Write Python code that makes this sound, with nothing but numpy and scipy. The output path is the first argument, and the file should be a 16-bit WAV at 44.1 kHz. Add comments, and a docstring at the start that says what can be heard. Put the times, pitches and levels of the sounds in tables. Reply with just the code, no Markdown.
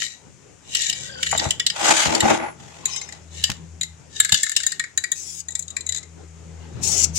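"""In a garage an aerosol paint can is shaken: its mixing ball clacks and rolls around the steel shell.
Each strike or roll is noise passed through the shell's resonances, which sloshing paint retunes.
Close by, rough noise and hollow resonances make scrapes and bumps, and wavering tones squeak and sing.
Then the nozzle hisses in short bursts of coloured noise, doubled by the echo of a panel.
A motor hums in the background, two wavering tones over low rumble and faint hiss."""
import sys
import numpy as np
from scipy import signal
from scipy.fft import rfft, irfft, next_fast_len
from scipy.io import wavfile
from scipy.ndimage import uniform_filter1d, map_coordinates

SR = 44100
rng = np.random.default_rng(int(sys.argv[2]) if len(sys.argv) > 2 else 0)


def bounce(signal):
    """Save signal as a 16-bit WAV file at the path given by the first command-line argument."""
    frames = np.transpose(np.atleast_2d(signal))
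    limited = np.clip(frames, -1, 1)
    pcm = np.round(limited * 32767).astype(np.int16)
    wavfile.write(sys.argv[1], SR, pcm)


N = 316638  # length in samples

# resonances of the steel shell before paint and striking spot change them: pitch_hz, width_hz, level_db
SHELL_MODES = [(1846, 102, 6), (2216, 500, 2), (3001, 590, 4.5), (3522, 123, 2), (3869, 227, 7),
               (4310, 340, 0), (4897, 410, 1.5), (5790, 540, -3.5), (6685, 1230, 6), (7176, 500, 9),
               (7870, 710, -14.5), (8500, 8000, -3)]
# low, middle and high groups of shell resonances: from_hz, to_hz
MODE_GROUPS = [(1200, 2550), (2650, 5800), (5800, 17000)]
# resonances heard in rasping and knocking: pitch_hz, width_hz, level_db
RASP_MODES = [(504, 22, 9), (659, 160, 14.5), (822, 78, 19.5), (1160, 300, 5.5), (1400, 94, 6),
              (1950, 250, 6.5)]


def amp(db):
    """Turn decibels into a gain."""
    return 10 ** (np.asarray(db) / 20)


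def unit(x):
    """Scale to an rms level of 1."""
    return x / np.sqrt(np.mean(x ** 2) + 1e-20)


def along(points, hz):
    """Read a curve of (pitch in Hz, value) points, evenly spaced by musical interval."""
    point_hz, values = np.transpose(points)
    return np.interp(np.log(hz + 1), np.log(point_hz + 1), values)


def curves(rows):
    """Join timed rows into one smooth curve for each column after the time."""
    times, *columns = np.transpose(rows)
    return [np.interp(np.arange(N) / SR, times, column) for column in columns]


def wobble(rate):
    """A smooth random curve with `rate` random points a second."""
    coarse = np.arange(0, N + 16, 16)  # worked out every 16 samples
    knots = rng.standard_normal(int(N * rate / SR) + 4)
    return np.interp(np.arange(N), coarse, map_coordinates(knots, [coarse * rate / SR]))


def filtered(x, response):
    """Shape x with a gain that depends on frequency."""
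    n = x.shape[-1]
    padded = next_fast_len(n + min(n // 8, 8192), real=True)
    return irfft(rfft(x, padded) * response(np.fft.rfftfreq(padded, 1 / SR)), padded)[..., :n]


def resonances(modes, f):
    """Add up resonances that ring after a push: (pitch_hz, width_hz, level_db)."""
    return sum(amp(db) * 1j * f * w / (hz * hz - f * f + 1j * f * w) for hz, w, db in modes)


def band(x, lo_hz, hi_hz, order=4):
    """Keep mainly the frequencies between two limits."""
    limits = [lo_hz, min(hi_hz, SR / 2 - 1)]
    return signal.sosfilt(signal.butter(order, limits, 'band', fs=SR, output='sos'), x)


def pair(alike, size=N):
    """White noise at two microphones that share part of it; alike is their correlation."""
    a, b = rng.standard_normal((2, size))
    turn = np.arccos(np.clip(alike, -1, 1)) / 2
    return np.cos(turn) * a + np.array([[1], [-1]]) * np.sin(turn) * b


def rush(spectrum, alike):
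    """Coloured stereo noise with an rms level of 1."""
    return unit(filtered(pair(alike), lambda f: amp(along(spectrum, f))))


def patchy(x, depth_db, hz_size=4, time_size=50):
    """Colour that drifts: slow random peaks and dips over frequency, brought to an rms level of 1."""
    spectrum = signal.stft(x, nperseg=512)[2]
    field = rng.standard_normal(spectrum.shape[1:])
    for axis, size in ((0, hz_size), (1, time_size), (1, time_size // 4)):
        field = uniform_filter1d(field, size, axis, mode='wrap')
    gain = amp(depth_db * unit(field))
    gain /= np.sqrt(np.mean(gain ** 2, axis=0))
    return unit(signal.istft(spectrum * gain, nperseg=512)[1][:, :N])


def swell(start_s, length_s, rise, fall):
    """Gain that climbs to 1 at start_s, holds, then dies; slopes in dB a second."""
    gain = np.zeros(N)
    ends_s = np.array([start_s - 80 / rise, start_s + length_s + 80 / fall])  # silent beyond 80 dB down
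    first, last = np.clip(ends_s * SR, 0, N).astype(int)
    t = np.arange(first, last) / SR
    before = np.maximum(start_s - t, 0)
    after = np.maximum(t - start_s - length_s, 0)
    gain[first:last] = amp(-rise * before - fall * after)
    return gain


def swells(rows, rise, fall):
    """For (start_s, length_s, level_db, ..) rows, one gain curve per level; the strongest event rules."""
    gains = np.zeros((len(rows[0]) - 2, N))
    for s, length, *levels in rows:
        gains = np.maximum(gains, amp(levels)[:, None] * swell(s, length, rise, fall))
    return gains


def panned(x, left_db):
    """Lean to the left (or right if negative) at constant power."""
    gains = amp(np.array([[.5], [-.5]]) * left_db)
    return x * gains / np.sqrt(np.mean(gains ** 2, axis=0))


def add(track, s, sound):
    """Mix a sound in at time s."""
    start = max(round(s * SR), 0)
    track[:, start:start + sound.shape[1]] += sound[:, :N - start]


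def clacks(rise=0.00041, t60=0.032, ring_db=-27, ring_t60=0.33, low_db=-3.0, middle_db=-1, high_db=-8,
           pure_db=-1, pure_hz=26, soft_db=0.53, hard_db=-5, alike=0.25, early_s=.0016):
    """Each strike chatters on the shell; paint and hand damp it fast, and the spot struck sets the modes."""
    # ball strikes, levels before each group's shared trim: start_s, treble_db, low_db, middle_db
    strikes = [(0.0196, -40, -24, -28), (0.7495, -12, -25.5, -16), (0.818, -16.5, -45, -27),
               (0.8977, -13, -36, -18.5), (0.9277, -22.5, -33, -25), (1.2293, -14.5, -22, -17.5),
               (1.2662, -19.5, -22.5, -24.5), (1.3137, -15, -25.5, -43), (1.3768, -10.5, -32, -21.5),
               (1.396, -25, -25, -19), (1.5071, -10.5, -29, -15.5), (1.5977, -15, -23.5, -17.5),
               (1.6653, -9.5, -25.5, -13.5), (1.7004, -19, -27.5, -20), (2.15, -10.5, -36, -19),
               (2.2045, -9.5, -18.5, -17), (2.8557, -9.5, -30.5, -26), (2.9618, -19.5, -35, -31),
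               (3.0142, -23.5, -34, -36), (3.089, -32, -37.5, -46), (3.124, -29.5, -38.5, -38.5),
               (3.4391, -10, -29, -12.5), (3.8116, -15, -32, -23.5), (3.8317, -17, -30.5, -26.5),
               (4.2013, -1.5, -16.5, -15), (4.2478, -12.5, -20, -24), (4.2924, -18, -26, -29),
               (4.3219, -5, -21, -11.5), (4.3433, -7.5, -22, -13), (4.4321, -8, -21, -24.5),
               (4.4646, -20.5, -24.5, -31), (4.4944, -16, -30.5, -31), (4.5173, -17, -26.5, -32),
               (4.5644, -7, -24, -14), (4.6019, -20, -30, -30), (4.6336, -18.5, -26.5, -28),
               (4.6656, -7, -26, -24.5), (4.7194, -17.5, -27, -29), (4.7958, -15.5, -19, -25),
               (4.8393, -27.5, -25.5, -39), (4.9761, -8, -22.5, -22.5), (5.0388, -16, -20, -27.5),
               (5.1176, -9.5, -28.5, -27), (5.485, -20.5, -38.5, -36.5), (5.5064, -26, -63, -48),
               (5.5212, -28, -54, -48), (5.5524, -14, -34, -30.5), (5.593, -16.5, -48, -43),
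               (5.6241, -25, -67, -45), (5.68, -26.5, -62, -40), (5.7033, -25.5, -58, -40),
               (5.766, -15.5, -24, -30), (5.8077, -23.5, -60, -36.5), (5.8651, -19, -44, -37),
               (5.8907, -13.5, -35, -26.5), (6.0297, -33.5, -44, -44)]
    lead = .002  # silence ahead of the blow, s
    out, t = np.zeros((2, N)), np.arange(SR // 8) / SR
    age = np.maximum(t - lead, 0)
    # a fast decay with a faint slower one under it (t60: seconds to fall 60 dB)
    blow = (1 - np.exp(-age / rise)) ** 2 * (amp(-60 * age / t60) + amp(ring_db - 60 * age / ring_t60))
    for s, treble, low, middle in [*strikes, *settling()]:
        modes = struck_modes(s, treble, low, middle)
        # all modes but the broadest have lightly damped twins
        lingering = [(hz, pure_hz, db + pure_db) for hz, _, db in modes[:-1]]
        force = [(7500, 0.044), (13000, soft_db * min(treble - hard_db, 0))]  # gentle strikes are duller
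        chatter = pair(alike, size=len(t)) * blow

        def response(f):
            # the modes both take up the blow and radiate it, so the valleys between them are dark
            return resonances([*modes, *lingering], f) * resonances(modes, f) * amp(along(force, f))

        shell = filtered(chatter, response)
        levels = (low + low_db, middle + middle_db, treble + high_db)
        for (lo, hi), db in zip(MODE_GROUPS, levels):
            part = band(shell, lo, hi, order=6)
            opening = part[:, :SR // 70].std(axis=1, keepdims=True)  # level of the first 14 ms
            add(out, s - lead - early_s, amp(db) * part / opening)
    return out


def settling(count=6):
    """Strikes of the ball bouncing to rest, ever quicker and weaker."""
    first_s, flight_s, shrink = 5.922, 0.024, 0.66  # first contact, first flight, each flight over the last
    first_db, loss_db = -17, 2  # first treble level, loss per bounce
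    low_db, middle_db = -19.5, -11.5  # relative to the treble
    k = np.arange(count)
    times = first_s + flight_s * (np.cumsum(shrink ** k) - shrink ** k)
    return [(s, db, db + low_db, db + middle_db) for s, db in zip(times, first_db - loss_db * k)]


def struck_modes(s, treble_db, low_db, middle_db):
    """The shell as one strike finds it: blows near the end wake the dome, glancing taps ring the side wall."""
    dome_hz, dome_onset_db, dome_grows = 3080, -14, 1.4  # pitch, blow that wakes it, dB gained per dB of blow
    wall_hz, wall_max_db = 3920, 4  # pitch, largest change under a glancing tap
    hz, width, db = sloshed(s)
    detune, spot = rng.standard_normal((2, len(SHELL_MODES)))

    def near(centre_hz):
        return np.exp(-(np.log(hz / centre_hz) * 10) ** 2)

    dome_db = np.clip(dome_grows * (middle_db - treble_db / 2 - dome_onset_db), -10, 3)
    # a weak lowest mode marks a glancing tap; the wall rises when the dome sinks, and sinks when it rises
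    wall_db = np.clip(middle_db - low_db, 0, wall_max_db) * -np.sign(dome_db)
    db = db + 2 * spot + dome_db * near(dome_hz) + wall_db * near(wall_hz) ** 2
    return np.transpose([hz * (1 + 0.017 * detune), width, db])


def sloshed(s):
    """The shell's modes at time s: sloshing paint retunes the lowest most, the middle ones a little."""
    # paint sloshing in the can: time_s, pitch_factor of the lowest mode
    slosh = [(1.7, 1.04), (3.0, 1.15), (3.44, .97), (3.82, 1.14), (4.25, 0.94), (4.8, 1.01), (5.77, 1.07),
             (5.87, 1.1)]
    middle_share = 0.222  # part of the shift that reaches the middle modes
    hz, width, db = np.transpose(SHELL_MODES)
    share = np.where(hz < MODE_GROUPS[0][1], 1, middle_share * (hz < MODE_GROUPS[1][1]))
    return hz * (1 + share * (np.interp(s, *np.transpose(slosh)) - 1)), width, db


def rolling(rough_db=3, pure_hz=30, pure_db=-4):
    """Between strikes the ball skitters along the wall, waking different modes as it travels."""
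    # rolls: start_s (at full speed), length_s, level_db
    rolls = [(0, 0.045, -25), (0.707, 0.033, -41.5), (0.765, .11, -23.5), (0.966, 0.11, -35.5),
             (1.236, 0.23, -29.5), (2.888, 0.072, -35.5), (3.357, 0.14, -36), (4.167, 0.081, -35),
             (4.363, .015, -24), (4.43, 0.3, -39)]
    out, skitter = np.zeros((2, N)), pair(0.18) * amp(rough_db * wobble(350))
    tilt = [(5500, 12.5), (7200, 1.5), (12000, -3.5)]  # pitch_hz, level_db
    for s, length, level_db in rolls:
        speed = swell(s, length, rise=324, fall=213)
        moving, modes = speed > 0, np.transpose(sloshed(s))
        lingering = [(hz, pure_hz, db + pure_db) for hz, _, db in modes]

        def response(f):
            return resonances([*modes, *lingering], f) * resonances(modes, f) * amp(along(tilt, f))

        shell = filtered(skitter[:, moving], response)
        out[:, moving] += amp(level_db) * speed[moving] * unit(band(shell, 2000, 13500))
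    return out.std() * patchy(out, depth_db=4, hz_size=2, time_size=16)


def spray(sputter_db=1, alike=0.26, patchy_db=3.5):
    """The pressed nozzle hisses and spits as it closes; a panel's echo combs it as the hand sweeps."""
    # colour of the jet: pitch_hz, level_db
    jet_colour = [(1100, -53), (2400, -14.5), (4200, -15), (5400, -5), (7030, -1), (8000, -5),
                  (12200, -20.5), (16000, -22)]
    # echo off a nearby panel: time_s, delay_s, level_db
    panel = [(5.15, .00047, -13), (5.42, 0.00062, -4), (6.83, 0.000704, -20)]
    # presses of the nozzle: start_s (fully open), length_s, level_db
    presses = [(5.16, .245, -35), (6.835, .21, -20.5), (7.16, .2, -20)]
    spit_db, spit_s = 4.5, 0.011  # extra level, half-width of the burst
    jet, t = rush(jet_colour, alike), np.arange(N) / SR
    lag, echo_db = curves(panel)
    jet = jet + amp(echo_db) * np.array([np.interp(t - lag, t, side) for side in jet])
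    jet = patchy(jet, patchy_db, hz_size=2, time_size=12)
    spit = sum(np.exp(-((t - s - length) / spit_s) ** 2) for s, length, _ in presses)
    valve = swells(presses, rise=1112, fall=1008)
    return valve * amp(spit_db * spit + sputter_db * wobble(110)) * jet


def scraping(body_db=1, catch_db=2.5):
    """Light scuffs and gritty drags catch unevenly and set a hollow body ringing."""
    # hollow body: pitch_hz, width_hz, level_db
    body_modes = [(156.5, 16, -4.5), (228, 5.9, -4), (242, 25, 1), (330, 24, 9.5), (413, 130, -5)]
    # colour of the grit: pitch_hz, level_db
    grit_colour = [(2300, 0.5), (3200, 4), (4700, -3), (6000, -0.5), (7050, 3.5), (8160, -5),
                   (10100, -12.5), (16000, -32.5)]
    # strokes: start_s (full pressure), length_s, rasp_db, body_db (before the trim body_db), grit_db
    strokes = [(1.42, 0.041, -26, -33.5, -43), (1.79, 0.063, -24, -47, -23),
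               (1.845, 0.082, -17.5, -29, -16.5), (1.95, 0.11, -29.5, -40.5, -17.5),
               (2.08, 0.1, -25, -24, -26.5), (2.24, 0.098, -19.5, -21, -26), (2.39, 0.074, -27, -35, -45),
               (2.6, 0.56, -50.5, -84, -48.5)]
    catch = amp(catch_db * wobble(160))
    body = filtered(pair(0.85) * catch, lambda f: resonances(body_modes, f))
    body = unit(band(body, 110, 690))
    rasp = filtered(pair(0.29) * catch, lambda f: resonances(RASP_MODES, f))
    rasp = patchy(band(rasp, 500, 2620), depth_db=0.5, time_size=12)
    grit = band(rush(grit_colour, alike=0), 700, 20000, order=2) * catch
    grit = patchy(grit, depth_db=2.5, hz_size=2, time_size=12)
    rasp_gain, body_gain, grit_gain = swells(strokes, rise=448, fall=291)
    return panned(amp(body_db) * body_gain * body + rasp_gain * rasp + grit_gain * grit, left_db=4.0)


def squeak(rise=130, fall=400, rough_db=5):
    """Faint rubbing sticks and slips on a gliding, ragged pitch; each partial wanders on its own."""
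    # squeaks: start_s, length_s, pitch_hz, glide_hz_per_s, level_db
    squeaks = [(1.116, 0.12, 1620, -900, -36.5), (2.861, 0.14, 1092, 300, -45.5)]
    # partials: multiple of the pitch, level_db
    partials = [(1 / 3, 2.9), (0.97, 8.3), (2, 3.5), (3, 4.1)]
    jitter_hz = 110
    out, t = np.zeros(N), np.arange(N) / SR
    for s, length, start_hz, glide, level_db in squeaks:
        hz = start_hz + glide * np.clip(t - s, 0, length)
        tone = 0
        for k, db in partials:
            strength = amp(db + rough_db * wobble(150))
            ragged_hz = k * hz + np.sqrt(k) * jitter_hz * wobble(1400)
            tone = tone + strength * np.sin(2 * np.pi * np.cumsum(ragged_hz) / SR)
        out += amp(level_db) * swell(s, length, rise, fall) * unit(tone)
    return panned(out, left_db=7)


def singing(rise=700, fall=160, waver_hz=45, flutter_db=5):
    """Rubbed metal sings briefly: a few thin steel tones swell, flutter and die away."""
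    # steel tones: pitch_hz, level_db
    tones = [(5220, -1), (6210, -2.5), (3820, -3)]
    start_s, length_s, level_db = 2.91, 0.051, -30.5
    tone = 0
    for hz, db in tones:
        strength = amp(db + flutter_db * wobble(50))
        tone = tone + strength * np.sin(2 * np.pi * np.cumsum(hz + waver_hz * wobble(250)) / SR)
    return panned(amp(level_db) * swell(start_s, length_s, rise, fall) * unit(tone), left_db=14)


def ting(rise=900, fall=450):
    """During the scraping a small piece of steel rings thinly, one pure tone, until it is damped."""
    start_s, length_s, pitch_hz, level_db = 2.15, .36, 10680, -51
    tone = np.sin(2 * np.pi * pitch_hz * np.arange(N) / SR)
    return amp(level_db) * swell(start_s, length_s, rise, fall) * tone


def bumps(knock_db=-12, thud_db=-9, knock_t60=0.038, thud_t60=0.072):
    """Knocks of handling: a hollow tock over a dull thud."""
    # knocks, levels before the trims knock_db and thud_db: start_s, knock_db, thud_db
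    knocks = [(1.328, -18, -36), (1.349, -21, -41), (1.46, -30.5, -25), (2.058, -20.5, -25),
              (2.223, -26, -27), (2.254, -22.5, -36), (2.313, -15.5, -34), (3.495, -34, -28.5),
              (4.32, -30, -28)]
    out, t = np.zeros((2, N)), np.arange(SR // 6) / SR
    for s, db, low_db in knocks:
        knock = pair(0.057, size=len(t)) * amp(-60 * t / knock_t60)
        knock = band(filtered(knock, lambda f: resonances(RASP_MODES, f)), 455, 2330)
        thud = band(pair(0.4, size=len(t)) * amp(-60 * t / thud_t60), 65, 190, order=3)
        add(out, s, amp(db + knock_db) * unit(knock) + amp(low_db + thud_db) * unit(thud))
    return panned(out, left_db=5.5)


def clicks(t60=0.019):
    """Dry clicks of handling: short fading noise with no ring."""
    # clicks: start_s, level_db (before the fade)
    click_rows = [(3.5007, -14.5), (3.517, -20.5)]
    out, t = np.zeros((2, N)), np.arange(SR // 20) / SR
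    for s, db in click_rows:
        noise = unit(band(pair(.5, size=len(t)), 1400, 6400, order=2))
        add(out, s, amp(db - 60 * t / t60) * noise)
    return out


def garage(x):
    """The room's echo: fading noise that dies sooner in the treble."""
    # time to fall 60 dB: pitch_hz, fade_s
    fade = [(3000, 0.28), (15000, 0.1)]
    hz, t, spectrum = signal.stft(rng.standard_normal((2, SR // 2)), SR, nperseg=256)
    tail = signal.istft(spectrum * amp(-60 * t / along(fade, hz)[:, None]), SR, nperseg=256)[1]
    return signal.fftconvolve(x, tail / np.linalg.norm(tail[0]), axes=1)[:, :N]


def background(hum_hz=81.3, octave_db=-6, air_db=-55, lag=0.00058):
    """A motor hum, a wavering tone and its octave, swells and sinks over low rumble and faint hiss."""
    # hum, before a shared trim: time_s, level_db
    hum_level = [(0.8, -65), (1.38, -44.5), (1.82, -64), (3.06, -53.5), (3.3, -44), (4.2, -52),
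                 (4.46, -66.5), (6.16, -46), (7.18, -38.5)]
    # rumble: time_s, level_db
    rumble_level = [(0, -52.5), (1.15, -46.5), (4.1, -49), (4.55, -57), (5.6, -52), (6.45, -45.5),
                    (6.95, -34.5), (7.18, -40.5)]
    # colour of the rumble: pitch_hz, level_db
    rumble_colour = [(25, -24), (60, -13), (125, -0.5), (250, -10.5), (430, -10.5), (620, -17),
                     (830, -16.5), (1100, -21.5), (4500, -32), (9000, -61)]
    # colour of the hiss: pitch_hz, level_db
    air_colour = [(300, 1), (2500, 6), (4000, -3), (7000, 11), (12000, -13.5), (16000, -32)]
    turns = np.cumsum(hum_hz + 0.39 * wobble(7.7)) / SR
    phase = 2 * np.pi * (turns + hum_hz * lag * np.array([[0], [1]]))  # the left lags by lag seconds
    tone = amp(2.8 * wobble(12)) * np.sin(phase)
    tone = tone + amp(octave_db + 4 * wobble(14)) * np.sin(2 * phase)
    hum = np.sqrt(2) * amp(curves(hum_level)[0] + 2) * tone
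    level = curves(rumble_level)[0]
    rumble = amp(level + 2.1 * wobble(14))
    rumble = rumble * patchy(rush(rumble_colour, alike=0.19), depth_db=3.0, hz_size=2, time_size=12)
    # the hiss follows the rumble's level slightly
    air = amp(air_db + 0.11 * (level - level.mean())) * rush(air_colour, alike=0.35)
    return panned(hum + rumble, left_db=6.5) + panned(air, left_db=7.0)


def reach(x):
    """These nearby sounds arrive at the right microphone first."""
    late = round(0.001143 * SR)  # 1.143 ms later on the left
    return np.array([np.pad(x[0], (late, 0))[:N], x[1]])


def scene():
    """The can is stronger in the left microphone; everything near it echoes a little."""
    # side of the can: time_s, left_minus_right_db
    place = [(0, 7), (1.5, 3), (5.0, 7), (6.0, 11)]
    can = panned(clacks() + rolling() + spray(), curves(place)[0])
    near = reach(can + scraping() + squeak() + singing() + ting()) + bumps() + clicks()
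    return near + amp(-15.0) * garage(near) + background()


def record(dry):
    """The two microphones differ in colour; loud peaks are rounded off and the highest treble is cut."""
    # colour of the two microphones: pitch_hz, left_minus_right_db
    ports = [(2000, -1.5), (4200, -1.5), (6400, 8.5), (9500, -6.5), (15000, -15)]
    heard = filtered(dry, lambda hz: panned(0.99, along(ports, hz)))
    rounded = heard / (1 + heard ** 6) ** (1 / 6)
    return filtered(rounded, lambda hz: hz < 16200)


dry = scene()
out = record(dry)
bounce(out)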